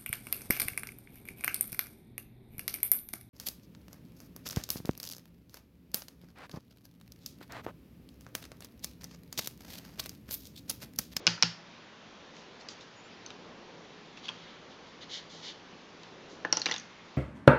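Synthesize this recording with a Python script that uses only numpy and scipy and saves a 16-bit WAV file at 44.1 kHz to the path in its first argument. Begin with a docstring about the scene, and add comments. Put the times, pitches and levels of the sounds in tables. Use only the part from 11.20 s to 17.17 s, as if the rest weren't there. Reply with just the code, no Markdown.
"""A quiet room: hands work on a small wooden box over a hard tabletop, close to the microphone.
First the box knocks twice on the table: a click, ringing box modes and a duller thud of the table.
Then a blade ticks on it and a thumb rubs it in bursts of tiny slips; faint sliding tones squeak midway.
At last it is dropped and rattles to rest in quickening bounces, and a thin wire on it rings on.
The ceiling returns an echo of every blow, the room a short tail; still air and a far rumble run throughout."""
import sys
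import numpy as np
from scipy import signal
from scipy.fft import rfft, irfft
from scipy.io import wavfile
from scipy.ndimage import uniform_filter1d

SR = 44100
rng = np.random.default_rng(int(sys.argv[2]) if len(sys.argv) > 2 else 0)


def pcm_store(signal):
    """Save signal as 16-bit PCM."""
    levels = np.round(np.clip(np.atleast_2d(signal), -1, 1) * 32767)
    wavfile.write(sys.argv[1], SR, levels.astype(np.int16).T)


def convert_level_to_amplitude(level_db):
    """Map a level in decibels to its linear amplitude factor."""
    exponent = np.asarray(level_db, float) / 20
    return 10 ** exponent


N = 263277  # samples


def evened(x):
    """Scales to rms 1."""
    return x / np.sqrt(np.mean(x ** 2) + 1e-20)


def read(points, hz):
    """Straight lines on a log-frequency axis."""
    f, value = np.transpose(points)
    return np.interp(np.log(hz + 1), np.log(f + 1), value)


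def add(mix, s, sound):
    """Mixes a sound in at time s."""
    part = mix[round(s * SR):][:len(sound)]
    part += sound[:len(part)]


def coloured(x, gain_db):
    """Filters x by a gain in dB given as a function of frequency."""
    hz = np.fft.rfftfreq(len(x), 1 / SR)
    return irfft(rfft(x) * convert_level_to_amplitude(gain_db(hz)), len(x))


def resonate(x, hz, width):
    """Shifts hz down to zero, smooths, and shifts back: a resonance of gain 1."""
    turn = np.exp(2j * np.pi * hz * np.arange(len(x)) / SR)
    r = np.exp(-np.pi * width / SR)
    return 2 * (turn * signal.lfilter([1 - r], [1, -r], x / turn)).real


# Colour of the still air at the microphone: (f/Hz, relative level per Hz/dB)
AIR_COLOUR = [(12, -44.5), (20, -44), (86, -9.5), (141, -22), (164, -7), (195, 0), (220, 1.5), (344, -8),
              (371, -24), (499, -6.5), (639, -8), (973, -5), (1520, -8.5), (3610, -11.5), (7400, -22),
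              (9620, -45), (16300, -120)]
# Swells of a far rumble: (t/s, level/dB)
RUMBLE_SWELL = [(0.0, -52.5), (0.1, -53.5), (0.25, -64), (0.48, -63.5), (1.03, -59), (1.36, -56.5),
                (1.76, -60), (2.28, -53), (3.01, -58), (4.22, -56.5), (4.64, -59), (5.02, -54.5),
                (5.39, -54), (5.67, -63.5), (5.97, -59)]
# Tabletop modes stirred by resting arms: (f/Hz, level/dB, width/Hz)
TABLETOP_HUM = [(167.2, -65.5, 6.7), (115, -72.5, 12)]


def air():
    """Still air as patchy noise, a wavering far rumble and the faint stir of the tabletop."""
    air_db = -53.5
    rumble_hz, rumble_width_hz = 370, 390  # the width of each of two passes
    a, b, patches = rng.standard_normal((N // 256 + 5, 513, 3)).T
    patches = evened(uniform_filter1d(uniform_filter1d(patches, 14, 0), 20, 1))
    colour_db = read(AIR_COLOUR, np.fft.rfftfreq(1024, 1 / SR))[:, None]
    z = (a + 1j * b) * convert_level_to_amplitude(colour_db + 0.93 * patches)
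    out = convert_level_to_amplitude(air_db) * evened(signal.istft(z, nperseg=1024, noverlap=768)[1][:N])
    far = resonate(rng.standard_normal(N), rumble_hz, rumble_width_hz)
    far = resonate(far, rumble_hz, rumble_width_hz)
    swell_db = np.interp(np.arange(N) / SR, *np.transpose(RUMBLE_SWELL))
    out += convert_level_to_amplitude(swell_db) * evened(far)
    for hz, db, width in TABLETOP_HUM:
        out += convert_level_to_amplitude(db) * evened(resonate(rng.standard_normal(N), hz, width))
    return out


# Decay of the room around the table: (f/Hz, t60/s)
ROOM_DECAY = [(150, 0.65), (600, 0.18), (1500, 0.36), (3000, 0.3), (5000, 0.33), (8000, 0.29)]


def room(x):
    """Sparse taps of random sign; three tails fade in and out in turn so that like blows differ."""
    out, t = np.zeros(N), np.arange(N) / SR
    for k in range(3):
        taps = np.zeros(SR // 2)
        at = np.arange(420, len(taps) - 20, 20)
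        taps[at + rng.integers(0, 20, len(at))] = rng.choice([-1., 1.], len(at))
        hz, s, z = signal.stft(taps, SR, nperseg=256)
        decay = convert_level_to_amplitude(-60 * s / read(ROOM_DECAY, hz)[:, None])
        tail = signal.istft(z * decay, SR, nperseg=256)[1]
        turn = np.sqrt(2 / 3) * np.cos(np.pi * (3.1 * t + k / 3))
        out += signal.oaconvolve(x * turn, tail / np.linalg.norm(tail))[:N]
    return out


# Tones on which the tail lingers, perhaps panels nearby: (f/Hz, width/Hz, level/dB re the tail)
PANEL_TONES = [(850, 110, -0.5), (1425, 150, -1), (1750, 140, -3), (2870, 150, 0), (3120, 100, -1.5),
               (4360, 130, -5), (4680, 98, 2), (5600, 160, -3), (6130, 150, -8.5)]


def panels(tail):
    """Narrow resonances driven by the room tail."""
    return sum(convert_level_to_amplitude(db) * resonate(tail, hz, width) for hz, width, db in PANEL_TONES)


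# Faint thin squeaks near the box: (start t/s, length t/s, mid-slide f/Hz, level/dB)
SQUEAK_CALLS = [(1.755, .07, 6800, -63), (1.83, .06, 7160, -62), (1.91, .045, 4850, -64)]


def squeaks():
    """Short near-sine squeaks that swell, slide up and fade."""
    rise_hz_per_s = 1300
    out = np.zeros(N)
    for s, length, hz, db in SQUEAK_CALLS:
        t = np.arange(0, length, 1 / SR)
        turns = np.cumsum(hz + rise_hz_per_s * (t - length / 2)) / SR
        swell = np.sqrt(2 * np.sin(np.pi * t / length))
        add(out, s, convert_level_to_amplitude(db) * swell * np.sin(2 * np.pi * turns))
    return out


# The thin wire on the box: (f/Hz before a small detuning, t60/s, level/dB re each bounce)
WIRE_RING = (2140, 1.1, -39)


def wire():
    """The later bounces of the dropped box shake the wire, which rings on as a decaying sine."""
    out, t = np.zeros(N), np.arange(SR // 2) / SR
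    hz, t60, re_bounce_db = WIRE_RING
    for (s, db, *_), phase in zip(BOUNCES[5:], rng.random(len(BOUNCES))):
        detuned_hz = hz * (1 + .03 * (phase - .5))
        envelope = convert_level_to_amplitude(db + re_bounce_db - 60 * t / t60) * np.minimum(t / 0.0058, 1)
        add(out, s, envelope * np.sin(2 * np.pi * (detuned_hz * t + phase)))
    return out


# Thumb strokes on the wood: (start t/s, pressing t/s, lifting t/s, level/dB, brightness/dB per octave)
STROKES = [(0.45, .08, 0.15, -62, -9), (1.13, .05, 0.06, -55, 7.5), (1.395, 0.012, 0.023, -48.5, 11),
           (1.485, 0.0053, 0.057, -39, 12.5), (1.598, 0.014, 0.035, -54.5, 4),
           (2.962, .014, 0.033, -54.5, -1), (3.025, .03, 0.038, -48.5, -3), (3.11, 0.13, 0.18, -54, -9),
           (3.485, .03, .045, -58, -5), (3.655, 0.021, .03, -60, 3), (3.803, 0.027, .022, -48, -4),
           (3.887, 0.059, 0.064, -40.5, -0.5), (4.094, 0.016, .18, -51, 4), (4.215, 0.055, .065, -42, -1.5),
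           (5.08, 0.032, 0.073, -53.5, 9)]
# Colour of skin sliding on wood: (f/Hz, relative level per Hz/dB)
SKIN_COLOUR = [(1000, -41.5), (1800, -13), (2300, -8), (2650, -27), (2950, -1), (3800, -1), (4600, -5.5),
               (5600, -10), (7000, -10.5), (9500, -22.5)]


def rubs():
    """Dense tiny slips of skin ridges, coloured by the wood; each stroke presses in, then lifts off."""
    peakedness = 0.99  # below 1 = firm edges and a broad top, above 1 = a sharp top
    slips = rng.standard_normal(N) * convert_level_to_amplitude(0.83 * np.minimum(rng.exponential(1, N), 4))
    hz, t, z = signal.stft(slips, SR, nperseg=256, noverlap=192)
    power = np.zeros(z.shape)
    for s, press_s, lift_s, db, tilt_db in STROKES:
        ramp = np.interp(t, [s, s + press_s, s + press_s + lift_s], [0, 1, 0])
        pressure = np.sin(np.pi / 2 * ramp) ** peakedness
        shape = convert_level_to_amplitude(read(SKIN_COLOUR, hz) + tilt_db * np.log2(hz / 4000 + 0.024)) ** 2
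        power += np.outer(shape / shape.mean(), (convert_level_to_amplitude(db) * pressure) ** 2)
    return signal.istft(z * np.sqrt(power), SR, nperseg=256, noverlap=192)[1][:N] / slips.std()


def ring(modes, t, rub_s):
    """The contact rolls over an edge, so modes start at their own moments; each ring is detuned a little every
    time."""
    hz, db, t60 = np.transpose(modes)[..., None]
    detune, start, sign = rng.random((len(modes), 3)).T[..., None]
    hz = hz * (1 + .08 * (detune - .5))
    age = np.maximum(t - rub_s * start ** 2, 0)
    rise = 1 - np.exp(-age * hz / 0.29)  # within about one cycle
    envelope = np.sign(sign - .5) * convert_level_to_amplitude(db - 60 * age / t60) * rise
    sound = (envelope * np.sin(2 * np.pi * hz * age)).sum(0)
    return sound / np.sqrt((sound ** 2).sum() / (.001 * SR))  # same energy for every group


def sideways(box, groups_db):
    """Averaged over all directions the modes merge: one pulse with the smooth colour of the groups."""
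    spans = [(modes[0][0], modes[-1][0]) for modes in box]
    colour = [(spans[0][0] / 3, 0)]  # its level follows from the low group, below
    for (lo, hi), db in zip(spans, groups_db):
        colour.append((np.sqrt(lo * hi), db - 10 * np.log10((hi - lo) / 1000)))
    colour[0] = (colour[0][0], colour[1][1] - 18)
    colour.append((9000, colour[-1][1] - 8))
    return convert_level_to_amplitude(31.5) * coloured(signal.unit_impulse(512, "mid"), lambda f: read(colour, f))


# Modes of the hard tabletop under the box: (f/Hz, relative level/dB, t60/s)
TABLE_MODES = [(112.4, -11, 0.57), (170.6, -3, 0.39), (241.5, 2.5, 0.061), (336, -5, 0.079),
               (496, 7, 0.042)]


def blows(rows, box, click_db, click_t60, rise_cycles, rub_s, thud_db, echo_db, middle_db):
    """A click at the contact, the box and the table ringing, and the echo between table and ceiling."""
    press_s = 0.000984  # time to full contact
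    ceiling_s, again_db = .0066, -30.5  # round trip, second trip re the first
    middle_hz, middle_db_per_octave = 2940, 11.5  # middle modes speak most for clicks pitched among them
    out, t = np.zeros((2, N)), np.arange(SR // 2) / SR  # towards the microphone, towards the walls
    hz, level_db, t60 = np.transpose(TABLE_MODES)[..., None]
    thud = (convert_level_to_amplitude(level_db - 60 * t / t60) * np.sin(2 * np.pi * hz * t)).sum(0)
    thud *= 1 - np.exp(-(t / 0.0092) ** 2)  # the heavy top takes a moment to move
    thud *= np.exp(-(t / .12) ** 4)  # the resting arm stills it
    for s, db, click_hz, box_db, tilt_db in rows:
        off_middle_db = middle_db_per_octave * abs(np.log2(click_hz / middle_hz))
        groups_db = box_db - tilt_db, box_db + middle_db - off_middle_db, box_db + tilt_db
        turns = click_hz * t
        click = np.sin(2 * np.pi * turns) * convert_level_to_amplitude(-60 * t / click_t60) * (1 - np.exp(-turns / rise_cycles))
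        click *= convert_level_to_amplitude(click_db) / abs(click).max()
        bright = click + sum(convert_level_to_amplitude(g) * ring(modes, t, rub_s) for modes, g in zip(box, groups_db))
        add(out[0], s + press_s, convert_level_to_amplitude(db) * (bright + convert_level_to_amplitude(groups_db[0] + thud_db) * thud))
        add(out[1], s, convert_level_to_amplitude(db - 6.0) * click)  # the click points mostly upwards
        add(out[1], s - 256 / SR, convert_level_to_amplitude(db) * sideways(box, groups_db))  # the pulse sits 256 samples in
        echo = convert_level_to_amplitude(db + echo_db) * coloured(bright[:4096], lambda f: -9 * (f / 6000) ** 4)
        add(out[0], s + press_s + ceiling_s, echo)
        add(out[0], s + press_s + 2 * ceiling_s, convert_level_to_amplitude(again_db) * echo)
    return out


# Modes of the box in the hand, in low, middle and high groups:
# (f/Hz before a small detuning, relative level/dB, t60/s)
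HELD_MODES = [
    [(604, -23, 0.0093), (890, 6, 0.0033), (1200, 9.5, 0.0055), (1470, 6, 0.0097)],
    [(1790, -2.5, .008), (2546, -10.5, 0.013), (2530, 3, 0.0067), (3010, 0.5, 0.015), (3280, -8, 0.016)],
    [(4180, 1.5, 0.0061), (4430, 2, 0.0055), (5170, -20, .006), (5340, -7, 0.0084), (5900, -4.5, 0.0085),
     (6800, -9.5, 0.011), (7770, 2, 0.0043)],
]
# Blade on the box: (t/s, level/dB, click f/Hz, box modes level/dB re the blow,
# tilt/dB added to the high group and taken from the low)
BLADE_TICKS = [(0.1767, -37, 1310, -16, -14), (1.1655, -44, 2350, -7, 5), (1.4103, -49.5, 1780, -6.5, 12),
               (1.4857, -27, 4960, -14, 6), (1.6082, -39, 3680, -16, 9), (2.0612, -29, 6170, -15, 6),
               (2.103, -35, 3780, -7.5, -1), (2.9724, -35, 2630, -15, -1), (3.0542, -36.5, 3280, -13, 0.3),
               (3.0822, -26, 2670, -15, 4.5), (3.088, -18.5, 3270, -19.5, 0.5), (3.0949, -31, 1000, -14, 1),
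               (4.2, -43, 3850, -13, 3), (4.8322, -43.5, 3750, -7, 6)]


def ticks():
    """A blade taps the held box: slow-rising clicks with a weak thud."""
    return blows(BLADE_TICKS, HELD_MODES, click_db=-6, click_t60=.012, rise_cycles=2.5, rub_s=0.00294,
                 thud_db=-20.0, echo_db=-9, middle_db=7.5)


# Held box on the table: (t/s, level/dB, click f/Hz, box modes level/dB re the blow,
# tilt/dB added to the high group and taken from the low)
TABLE_KNOCKS = [(0.067, -8, 5200, -9, 5.5), (0.224, -6.5, 5500, -11, 5.5)]


def knocks():
    """The held box strikes the table squarely: short hard clicks, a full thud and a strong echo."""
    return blows(TABLE_KNOCKS, HELD_MODES, click_db=-1.3, click_t60=.007, rise_cycles=1.1, rub_s=0.001256,
                 thud_db=-6.0, echo_db=0.4, middle_db=10.1)


# Modes of the box let go, in low, middle and high groups:
# (f/Hz before a small detuning, relative level/dB, t60/s)
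LOOSE_MODES = [
    [(322, -3.5, 0.021), (505, -9.5, 0.06), (650, -14, 0.044), (844, -5.5, 0.039), (1060, -5.5, 0.023),
     (1360, -13.5, 0.037)],
    [(1630, -2, 0.0069), (1950, -1.5, 0.011), (2350, -8, 0.013), (2840, 2.5, 0.0083), (3300, -5, 0.0074),
     (3840, -18, 0.028)],
    [(4210, -6.5, 0.017), (4790, -7, 0.01), (5000, -6.5, 0.015), (5700, -3.5, 0.012), (6300, -6, 0.0099),
     (6400, -4, 0.0075), (7440, -8, 0.011)],
]
# Bounces of the dropped box: (t/s, level/dB, click f/Hz, box modes level/dB re the blow,
# tilt/dB added to the high group and taken from the low)
BOUNCES = [(5.248, -16, 1740, -16.5, -9.5), (5.325, -7, 5580, -14, 2.5), (5.369, -13, 5860, -12, 1),
           (5.396, -26, 6600, -15, -1), (5.416, -19, 4300, -16, 7), (5.457, -16.5, 3900, -9.5, 4.5),
           (5.463, -19, 2340, -9, -1), (5.486, -29, 3490, -8.5, -8.5), (5.495, -29.5, 1950, -6, -1),
           (5.511, -20.5, 1950, -6, 3.5), (5.52, -20.5, 3500, -15, 1), (5.539, -23.5, 3750, -9.5, 2.5),
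           (5.561, -28, 3580, -10, 4), (5.58, -26.5, 6470, -23, 9), (5.597, -32, 6300, -16, 5)]


def drop():
    """The box falls and rattles to rest; let go, most of its modes ring longer."""
    return blows(BOUNCES, LOOSE_MODES, click_db=-3, click_t60=.009, rise_cycles=2.5, rub_s=0.00307,
                 thud_db=-21.5, echo_db=-10, middle_db=6.2)


def scene():
    """Blows and rubs close by, their room tail, and the still air."""
    room_db = -11.5
    near = knocks() + drop() + ticks() + rubs()
    no_bass = signal.butter(2, 95, "high", fs=SR, output="sos")
    near = signal.sosfilt(no_bass, near)  # small parts push no deep bass
    tail = room(near[1])
    tail += panels(tail)
    return (near[0] + convert_level_to_amplitude(room_db) * tail + air() + squeaks() + wire())[None]


def roll_off(x):
    """The treble ends steeply here."""
    return signal.sosfilt(signal.butter(12, 9000, fs=SR, output="sos"), x)


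# Band-limiting filter whose treble falls away in ripples: (f/Hz, gain/dB)
BAND_LIMIT = [(6000, 0), (7000, -4.5), (7400, -15), (7650, -15.5), (8050, -29), (8350, -18), (8650, -39),
              (8850, -20), (9400, -71)]


def record(dry):
    """A band-limiting filter whose treble falls away in ripples, then the end of the treble."""
    mix = coloured(dry[0], lambda f: read(BAND_LIMIT, f))[None]
    return roll_off(mix)


dry = scene()
out = record(dry)
pcm_store(out)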